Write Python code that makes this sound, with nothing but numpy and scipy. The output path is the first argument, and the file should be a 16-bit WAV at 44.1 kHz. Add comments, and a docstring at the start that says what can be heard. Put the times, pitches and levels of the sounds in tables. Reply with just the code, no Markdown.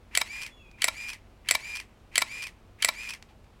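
"""A motorised film camera with its back open fires five times, close to one microphone in a quiet room.
Each cycle: the motor twitches, the mirror slaps up, the shutter blades snap, the mirror drops,
then the motor whirs up to speed and recocks the works through a few latch clicks.
Contacts are random rattles ringing coloured parts; the motor is gear tones with shaped noise.
A faint thin squeal follows the first cycle; the body ticks and rubs a little in the hand."""
import sys
import numpy as np
from scipy import signal
from scipy.fft import rfft, irfft, next_fast_len
from scipy.io import wavfile
from scipy.ndimage import map_coordinates

SR = 44100
rng = np.random.default_rng(int(sys.argv[2]) if len(sys.argv) > 2 else 0)


def output_pcm(signal):
    """Save a mono or channel-first signal as 16-bit PCM at the path in sys.argv[1].

    Samples are clipped to [-1, 1] before scaling.
    """
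    pcm = np.clip(np.atleast_2d(signal).T, -1, 1) * 32767
    wavfile.write(sys.argv[1], SR, np.round(pcm).astype(np.int16))


N = 158760  # samples, 3.6 s
LENGTH = 8192  # samples in a contact's force and in a part's response


def amp(db):
    """Decibels to gain."""
    return 10 ** (np.asarray(db) / 20)


def unit(x):
    """Scale to rms 1."""
    return x / np.sqrt(np.mean(x ** 2) + 1e-20)


def norm(x):
    """Scale to energy 1."""
    return x / (np.linalg.norm(x) + 1e-20)


def along(points, hz):
    """Read a (frequency, value) curve at hz, on a log frequency axis."""
    point_hz, value = np.transpose(points)
    return np.interp(np.log(hz + 1), np.log(point_hz + 1), value)


def add(out, start_s, x):
    """Mix x into out at start_s."""
    i = max(round(start_s * SR), 0)
    out[i:i + len(x)] += x[:len(out) - i]


def wobble(rate, size):
    """A smooth random curve with rate knots a second."""
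    knots = rng.standard_normal(size // 8)
    return map_coordinates(knots, [np.arange(size) * rate / SR], mode="wrap")


def noise(colour, size):
    """Random noise shaped to a colour, at rms 1."""
    gain = amp(along(colour, np.fft.rfftfreq(size, 1 / SR)))
    return unit(irfft(rfft(rng.standard_normal(size)) * gain, size))


# Steady rumble and hiss of the place. Columns: pitch_hz [Hz], level_db [dB, relative]
FLOOR_COLOUR = [(13, -35), (22, -0.5), (76, -3), (152, -11.5), (356, -15), (672, -18.5), (837, -20),
                (1230, -23), (1860, -28), (2590, -28), (3320, -31.5), (6100, -39), (7000, -39.5),
                (16000, -48.5)]
FLOOR_DB = -56
# Hum tones. Columns: pitch_hz [Hz], level_db [dB rms]
HUM_TONES = [(48.4, -63), (96.9, -68.5), (226.1, -70), (349.9, -77)]


def room_tone():
    """Low rumble and hiss, with hum tones whose phases drift slightly."""
    t = np.arange(N) / SR
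    hum = np.zeros(N)
    for pitch_hz, level_db in HUM_TONES:
        phase = 2 * np.pi * pitch_hz * t + .6 * wobble(5, N)
        hum += amp(level_db) * np.sqrt(2) * np.sin(phase)
    return amp(FLOOR_DB) * noise(FLOOR_COLOUR, N) + hum


# Motor runs in a cycle. Columns: start_s [s after the snap], length_s [s], spin_up_s [s, time constant]
MOTOR_RUNS = [(-.064, 0.034, .042), (0.057, .226, .0245)]
COAST_S = .11  # run-down time constant
LOAD_S, LOAD_SAG, FREE_RISE = .243, 0.017, 0.027  # tightest springs, s after the snap; speed shares


def motor_speed(t, load_width_s=.014, free_s=0.044):
    """Share of top speed: spins up, sags against the springs, runs free, coasts down."""
    speed = np.zeros(len(t))
    ends_s = [MOTOR_RUNS[1][0], np.inf]  # the twitch gives way to the main run
    for (start_s, length_s, spin_up_s), end_s in zip(MOTOR_RUNS, ends_s):
        rise = 1 - np.exp(-np.clip(t - start_s, 0, length_s) / spin_up_s)
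        coast = np.exp(-np.maximum(t - start_s - length_s, 0) / COAST_S)
        speed += rise * coast * (t < end_s)
    sag = LOAD_SAG * np.exp(-((t - LOAD_S) / load_width_s) ** 2)
    release = FREE_RISE * np.clip((t - LOAD_S) / free_s, 0, 1)
    return speed * (1 - sag + release)


# How well the housing radiates a tone. Columns: pitch_hz [Hz], level_db [dB]
HOUSING_RESPONSE = [(1500, -10), (2000, -1), (2400, 0), (3000, -1.5), (3800, -5.5), (4600, 0), (5100, -1.5),
                    (6000, -7.5), (6700, 1.5), (7400, 1), (8500, -1), (12000, 1)]
MESH_HZ = 2420  # gear mesh rate at a speed share of 1
JITTER, FLUTTER_DB = 0.0075, 1.5  # random swing of each tone's speed (share) and level


def gear_tones(tones, speed):
    """Tones tied to the motor speed, each roughened by the play of the teeth."""
    size = len(speed)
    out = np.zeros(size)
    for multiple, level_db in tones:
        radiated_db = along(HOUSING_RESPONSE, multiple * MESH_HZ * np.abs(speed))
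        gain = amp(level_db + radiated_db + FLUTTER_DB * wobble(230, size))
        mesh_hz = MESH_HZ * speed * (1 + JITTER * wobble(900, size))
        phase = 2 * np.pi * np.cumsum(mesh_hz) / SR
        out += gain * np.sqrt(2) * np.sin(multiple * phase)
    return out


# Camera releases. Columns: start_s [s, shutter snap], level_db [dB, contacts only], speed_ratio [motor]
RELEASES = [(0.1728, -0.8, 1.0), (0.8413, -.5, 1.0), (1.5092, 0.5, .996), (2.1781, 0.3, 1.0),
            (2.8457, 0.4, 1.013)]
# Motor levels through a cycle.
# Columns: time_s [s after the snap], whine_db [dB], overtones_db [dB], gear_noise_db [dB]
MOTOR_LEVELS = [(-.066, -88, -98, -90), (-.062, -72.5, -83, -60), (-.054, -70.5, -73, -55.5),
                (-.04, -68, -55, -54.5), (-.026, -59.5, -53.5, -49), (0, -76, -66.5, -41),
                (.06, -73.5, -69, -52.5), (.095, -58, -57, -47), (.116, -48.5, -57.5, -52),
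                (.136, -42.5, -52.5, -48.5), (.2, -42, -55.5, -46), (.28, -40, -53.5, -51),
                (.308, -52, -75, -50.5), (.33, -70, -85, -59.5), (0.372, -97, -90, -73.5)]
# Gear tones. Columns: multiple [of the mesh rate], level_db [dB, relative]
WHINE_TONES = [(1, 0.5), (1.045, -7)]
OVERTONE_TONES = [(2.075, 0.5), (3.045, -7), (3.08, -8), (4.1, -15.5), (5.05, -23.5)]
# Gear noise and brush hiss. Columns: pitch_hz [Hz], level_db [dB, relative]
GEAR_NOISE = [(200, -27), (700, -21.5), (950, -10), (1500, -14), (2100, 1.5), (2500, -1), (3000, -8.5),
              (3700, -22.5), (6000, -24.5), (15000, -40.5)]
BRUSH_HISS = [(1000, -25.5), (3000, -0.5), (4800, -0.5), (6500, -3.5), (8000, -5.5), (10000, -7),
              (15500, -19.5)]
BRUSH_DB = -4.5  # against the gear noise, at a speed share of 1


def motor(rattle_db=2.5, rattle_hz=1100, drift=.0015):
    """Gear whine with overtones, gear rattle in the housing, and brush hiss that grows with speed."""
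    out = np.zeros(N)
    knots_s, *levels_db = np.transpose(MOTOR_LEVELS)
    size = SR // 2
    t = knots_s[0] + np.arange(size) / SR
    whine_gain, overtone_gain, gear_gain = [amp(np.interp(t, knots_s, db)) for db in levels_db]
    for start_s, _, speed_ratio in RELEASES:
        speed = speed_ratio * motor_speed(t) * (1 + drift * wobble(30, size))
        brushes = amp(BRUSH_DB) * speed * noise(BRUSH_HISS, size)
        gears = noise(GEAR_NOISE, size) + brushes
        rattle = gears * amp(rattle_db * wobble(rattle_hz, size))
        whine = whine_gain * gear_tones(WHINE_TONES, speed)
        overtones = overtone_gain * gear_tones(OVERTONE_TONES, speed)
        add(out, start_s + t[0], whine + overtones + gear_gain * rattle)
    return out


def causal(colour):
    """Shortest impulse response with this colour: minimum phase, from the folded cepstrum."""
    cepstrum = irfft(np.log(amp(along(colour, np.fft.rfftfreq(LENGTH, 1 / SR)))))
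    cepstrum[1:LENGTH // 2] *= 2
    cepstrum[LENGTH // 2 + 1:] = 0
    return irfft(np.exp(rfft(cepstrum)))


def chatter(grain, envelope):
    """Contact force: a brief random rattle under an envelope, roughly even across frequency."""
    force = grain * envelope
    for _ in range(3):
        spectrum = rfft(force)
        flat = irfft(spectrum / (np.abs(spectrum) + 1e-9))
        force = flat * np.sqrt(envelope)
    return norm(force)


def ringing(modes):
    """A part's decaying tones, each struck at a slightly different level every time."""
    t = np.arange(LENGTH) / SR
    ring = np.zeros(LENGTH)
    for pitch_hz, level_db, t60_s in modes:
        tone = np.cos(2 * np.pi * pitch_hz * t) * amp(-60 * t / t60_s)
        ring += amp(level_db + rng.normal(0, 1.2)) * norm(tone)
    return ring


SAME_SHARE = .75  # power share of a contact's random grain that repeats from cycle to cycle


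def strikes(times, contacts, colour, modes):
    """Each contact rattles a part, much alike every time, and leaves any modes ringing."""
    out, t = np.zeros(N), np.arange(LENGTH) / SR
    body = norm(causal(colour))
    for delay_s, contact_db, attack_s, hold_s, t60_s in contacts:
        decay = amp(-60 * np.maximum(t - attack_s - hold_s, 0) / t60_s)
        envelope = np.clip(t / attack_s, 0, 1) ** 2 * decay
        habit = rng.standard_normal(LENGTH)
        for start_s, level_db in times:
            fresh = rng.standard_normal(LENGTH)
            grain = np.sqrt(SAME_SHARE) * habit + np.sqrt(1 - SAME_SHARE) * fresh
            force = chatter(grain, envelope)
            sound = norm(signal.fftconvolve(force, body + ringing(modes)))
            add(out, start_s + delay_s, amp(contact_db + level_db) * sound)
    return out


def every_cycle(contacts, colour, modes):
    """The same contacts struck at every release, at that release's level."""
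    times = [(start_s, level_db) for start_s, level_db, _ in RELEASES]
    return strikes(times, contacts, colour, modes)


# Gears meeting as the motor starts; t60_s shapes the envelope that starts the rattle.
# Columns: delay_s [s after the snap], level_db [dB energy], attack_s [s], hold_s [s], t60_s [s]
SLACK_CONTACTS = [(-0.034, -25.5, .001, 0.0042, 0.041)]


def gear_slack():
    """The gears take up their slack as the motor starts, coloured like the gear noise."""
    return every_cycle(SLACK_CONTACTS, GEAR_NOISE, [])


# Mirror hitting its upper stop.
# Columns: delay_s [s after the snap], level_db [dB energy], attack_s [s], hold_s [s], t60_s [s]
MIRROR_UP_CONTACTS = [(-.0234, 3, .0015, 0.003, .013), (-.018, -10.5, 0.00086, .004, .015),
                      (-.0098, -9, .001, 0.0026, .008)]
# Its colour. Columns: pitch_hz [Hz], level_db [dB, relative]
MIRROR_UP_COLOUR = [(180, -62.5), (300, -34), (455, -42), (1300, -12.5), (1640, -5), (2100, 2),
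                    (2570, -9.5), (3130, 5.5), (3760, -13.5), (4440, -0.5), (5160, -13.5), (8220, -10),
                    (9240, -12.5), (10000, -8.5), (11700, -21), (13500, -21), (16000, -32.5)]
# Ringing of the mirror box. Columns: pitch_hz [Hz], level_db [dB energy against the body], t60_s [s]
MIRROR_BOX_MODES = [(1136, -28.5, .06), (1358, -20.5, 0.048), (1770, -22.5, 0.045), (2028, -22, 0.062),
                    (2300, -10, .04), (3080, -27.5, .03), (3830, -21, .06), (4500, -18.5, 0.017)]


def mirror_up():
    """The mirror slaps up and rings its box."""
    return every_cycle(MIRROR_UP_CONTACTS, MIRROR_UP_COLOUR, MIRROR_BOX_MODES)


# Shutter blades snapping.
# Columns: delay_s [s after the snap], level_db [dB energy], attack_s [s], hold_s [s], t60_s [s]
SHUTTER_CONTACTS = [(0, 9, 0.00083, 0.0022, 0.021), (0.0091, -6, .001, 0.0012, .03),
                    (.029, -10.5, .001, .003, .05)]
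# Their colour. Columns: pitch_hz [Hz], level_db [dB, relative]
SNAP_COLOUR = [(100, -39.5), (300, -12.5), (500, -8), (690, -6.5), (800, -18), (910, -18.5), (1000, -2),
               (1250, -5.5), (1400, -0.5), (1800, -7.5), (2050, 14), (2400, 8), (2800, -4), (4400, 2.5),
               (6900, -10), (7800, 12), (8600, -8.5), (9600, 4), (11200, -13.5), (15000, -8.5),
               (16000, -25.5)]
# Ringing of the blades. Columns: pitch_hz [Hz], level_db [dB energy against the body], t60_s [s]
BLADE_MODES = [(698, -23.5, 0.057), (1972, -10.5, 0.056), (2595, -22, .06), (4620, -30.5, .05),
               (5270, -31, .08), (5922, -28, .05), (7574, -25.5, .12), (7220, -28, 0.058), (9550, -31, .04)]


def shutter():
    """The shutter blades snap and ring thinly."""
    return every_cycle(SHUTTER_CONTACTS, SNAP_COLOUR, BLADE_MODES)


# Mirror landing.
# Columns: delay_s [s after the snap], level_db [dB energy], attack_s [s], hold_s [s], t60_s [s]
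MIRROR_DOWN_CONTACTS = [(.039, -2, 0.00063, 0.0027, 0.012), (.0415, 3, 0.00081, 0.0028, 0.0091),
                        (.05, -21.5, 0.0012, 0.0022, 0.036)]
# Its colour. Columns: pitch_hz [Hz], level_db [dB, relative]
MIRROR_DOWN_COLOUR = [(100, -17.5), (300, -18.5), (430, -19.5), (650, 0.5), (780, -9.5), (1000, 5),
                      (1110, 3.5), (1210, -11), (1390, -1), (1620, -12.5), (1800, -4.5), (2100, 2),
                      (2290, 6), (2580, -7), (2950, -3), (3600, -6.5), (3950, 4.5), (4400, -7), (5100, -1),
                      (6300, -14.5), (8000, -11.5), (12000, -14.5), (16000, -24)]


def mirror_down():
    """The mirror drops back and rings the same box."""
    return every_cycle(MIRROR_DOWN_CONTACTS, MIRROR_DOWN_COLOUR, MIRROR_BOX_MODES)


# Cocking latches.
# Columns: delay_s [s after the snap], level_db [dB energy], attack_s [s], hold_s [s], t60_s [s]
LATCH_CONTACTS = [(0.243, -14.5, 0.00075, 0.0027, 0.032), (0.2495, -13.5, .0006, .002, .025),
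                  (0.259, -12.5, .0006, .003, 0.039), (0.29, -14.5, 0.00053, 0.0027, 0.025),
                  (.302, -27, 0.00043, 0.0014, .02)]
# Their colour. Columns: pitch_hz [Hz], level_db [dB, relative]
LATCH_CLICK_COLOUR = [(300, -20), (700, -21.5), (1000, 2), (1250, -3.5), (2200, 4.5), (3200, 6),
                      (3800, -3.5), (4600, 4), (5900, 2), (6700, -10), (8500, -2), (11000, -9.5),
                      (15500, -18.5)]


def latches():
    """Latches click as the works recock, with no ringing modes."""
    return every_cycle(LATCH_CONTACTS, LATCH_CLICK_COLOUR, [])


# Thin squeal in two tones. Columns: start_s [s], length_s [s], first_hz [Hz], last_hz [Hz],
# glide_s [s, time constant], waver [share of pitch], level_db [dB peak],
# octave_db [dB against the tone], attack_s [s]
SQUEAL_TONES = [(0.503, .205, 3430, 3334, .11, .004, -58.5, -18, .02),
                (0.556, 0.39, 3150, 2450, .042, 0.021, -57, -29, 0.087)]


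def squeal(release_s=0.19, flicker_db=3):
    """Two faint, wavering thin tones that sink in pitch, flicker in level and fade."""
    out, t = np.zeros(N), np.arange(SR // 2) / SR
    for start_s, length_s, first_hz, last_hz, glide_s, waver, level_db, octave_db, attack_s in SQUEAL_TONES:
        pitch_hz = last_hz + (first_hz - last_hz) * np.exp(-t / glide_s)
        phase = 2 * np.pi * np.cumsum(pitch_hz * (1 + waver * wobble(590, len(t)))) / SR
        fade = np.clip((length_s - t) / release_s, 0, 1) ** .5
        envelope = np.clip(t / attack_s, 0, 1) * fade
        gain = amp(level_db + flicker_db * wobble(90, len(t)))
        tone = np.sin(phase) + amp(octave_db) * np.sin(2 * phase)
        add(out, start_s, gain * envelope * tone)
    return out


# Small ticks of the body in the hand.
# Columns: delay_s [s after 0.0015 s], level_db [dB energy, before +0.014], attack_s [s], hold_s [s], t60_s [s]
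TICK_CONTACTS = [(.711, -33, 0.00036, .003, 0.022), (3.2232, -22.5, .0005, .001, .014),
                 (3.439, -40, 0.0016, 0.0036, 0.038)]
# Their colour. Columns: pitch_hz [Hz], level_db [dB, relative]
HANDLING_COLOUR = [(300, -22), (1000, -3.5), (1700, -3.5), (2300, 8.5), (3200, -3), (4600, 1), (6000, -4.5),
                   (7000, -6), (8500, -9), (11000, -20.5), (16000, -25)]


def handling_ticks():
    """The body ticks a little in the hand: brief dry contacts."""
    return strikes([(0.0015, 0.014)], TICK_CONTACTS, HANDLING_COLOUR, [])


# Soft rub of the hand on the body.
# Columns: delay_s [s after 0.0073 s], level_db [dB energy], attack_s [s], hold_s [s], t60_s [s]
RUB_CONTACTS = [(3.262, -29, .02, .02, 0.16)]
# Its colour. Columns: pitch_hz [Hz], level_db [dB, relative]
HAND_COLOUR = [(300, -24), (720, -7), (850, -2.5), (1000, -29), (2600, -14), (6000, -29), (16000, -51)]


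def hand_rub():
    """The hand rubs the body softly: a slower, duller contact."""
    return strikes([(0.0073, 0)], RUB_CONTACTS, HAND_COLOUR, [])


# Echoes off near surfaces. Columns: delay_s [s], level_db [dB against the direct sound]
NEAR_WALLS = [(.0034, -20.5), (.0079, -25)]


def near_walls(x):
    """Single delayed, weaker copies from the near surfaces."""
    return sum(amp(level_db) * np.pad(x, (round(delay_s * SR), 0))[:N] for delay_s, level_db in NEAR_WALLS)


# Decay of the room. Columns: pitch_hz [Hz], t60_s [s]
ROOM_DECAY = [(200, 0.39), (2300, 0.097), (8000, 0.17), (15000, 0.047)]
ROOM_DB = -15  # tail energy against the direct sound


def room(x):
    """A short tail of decaying noise; the lows linger longest."""
    hz, t, spectrum = signal.stft(rng.standard_normal(SR // 2), SR, nperseg=256)
    decay = amp(-60 * t / along(ROOM_DECAY, hz)[:, None])
    tail = signal.istft(spectrum * decay, SR, nperseg=256)[1]
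    onset = np.clip(np.arange(len(tail)) / SR / 0.00067, 0, 1)
    return amp(ROOM_DB) * signal.fftconvolve(x, norm(tail * onset))[:N]


def scene():
    """The camera close by, its room and the room's own tone, on one channel."""
    contacts = gear_slack() + mirror_up() + shutter() + mirror_down() + latches()
    handling = handling_ticks() + hand_rub()
    camera = motor() + contacts + squeal() + handling
    return (camera + near_walls(camera) + room(camera) + room_tone())[None]


TOP_HZ = 15900  # the recorder's band limit


def record(dry):
    """The recorder keeps nothing above its band limit."""
    size = next_fast_len(N + SR // 2)
    in_band = np.fft.rfftfreq(size, 1 / SR) < TOP_HZ
    return irfft(rfft(dry, size) * in_band, size)[..., :N]


dry = scene()
out = record(dry)
output_pcm(out)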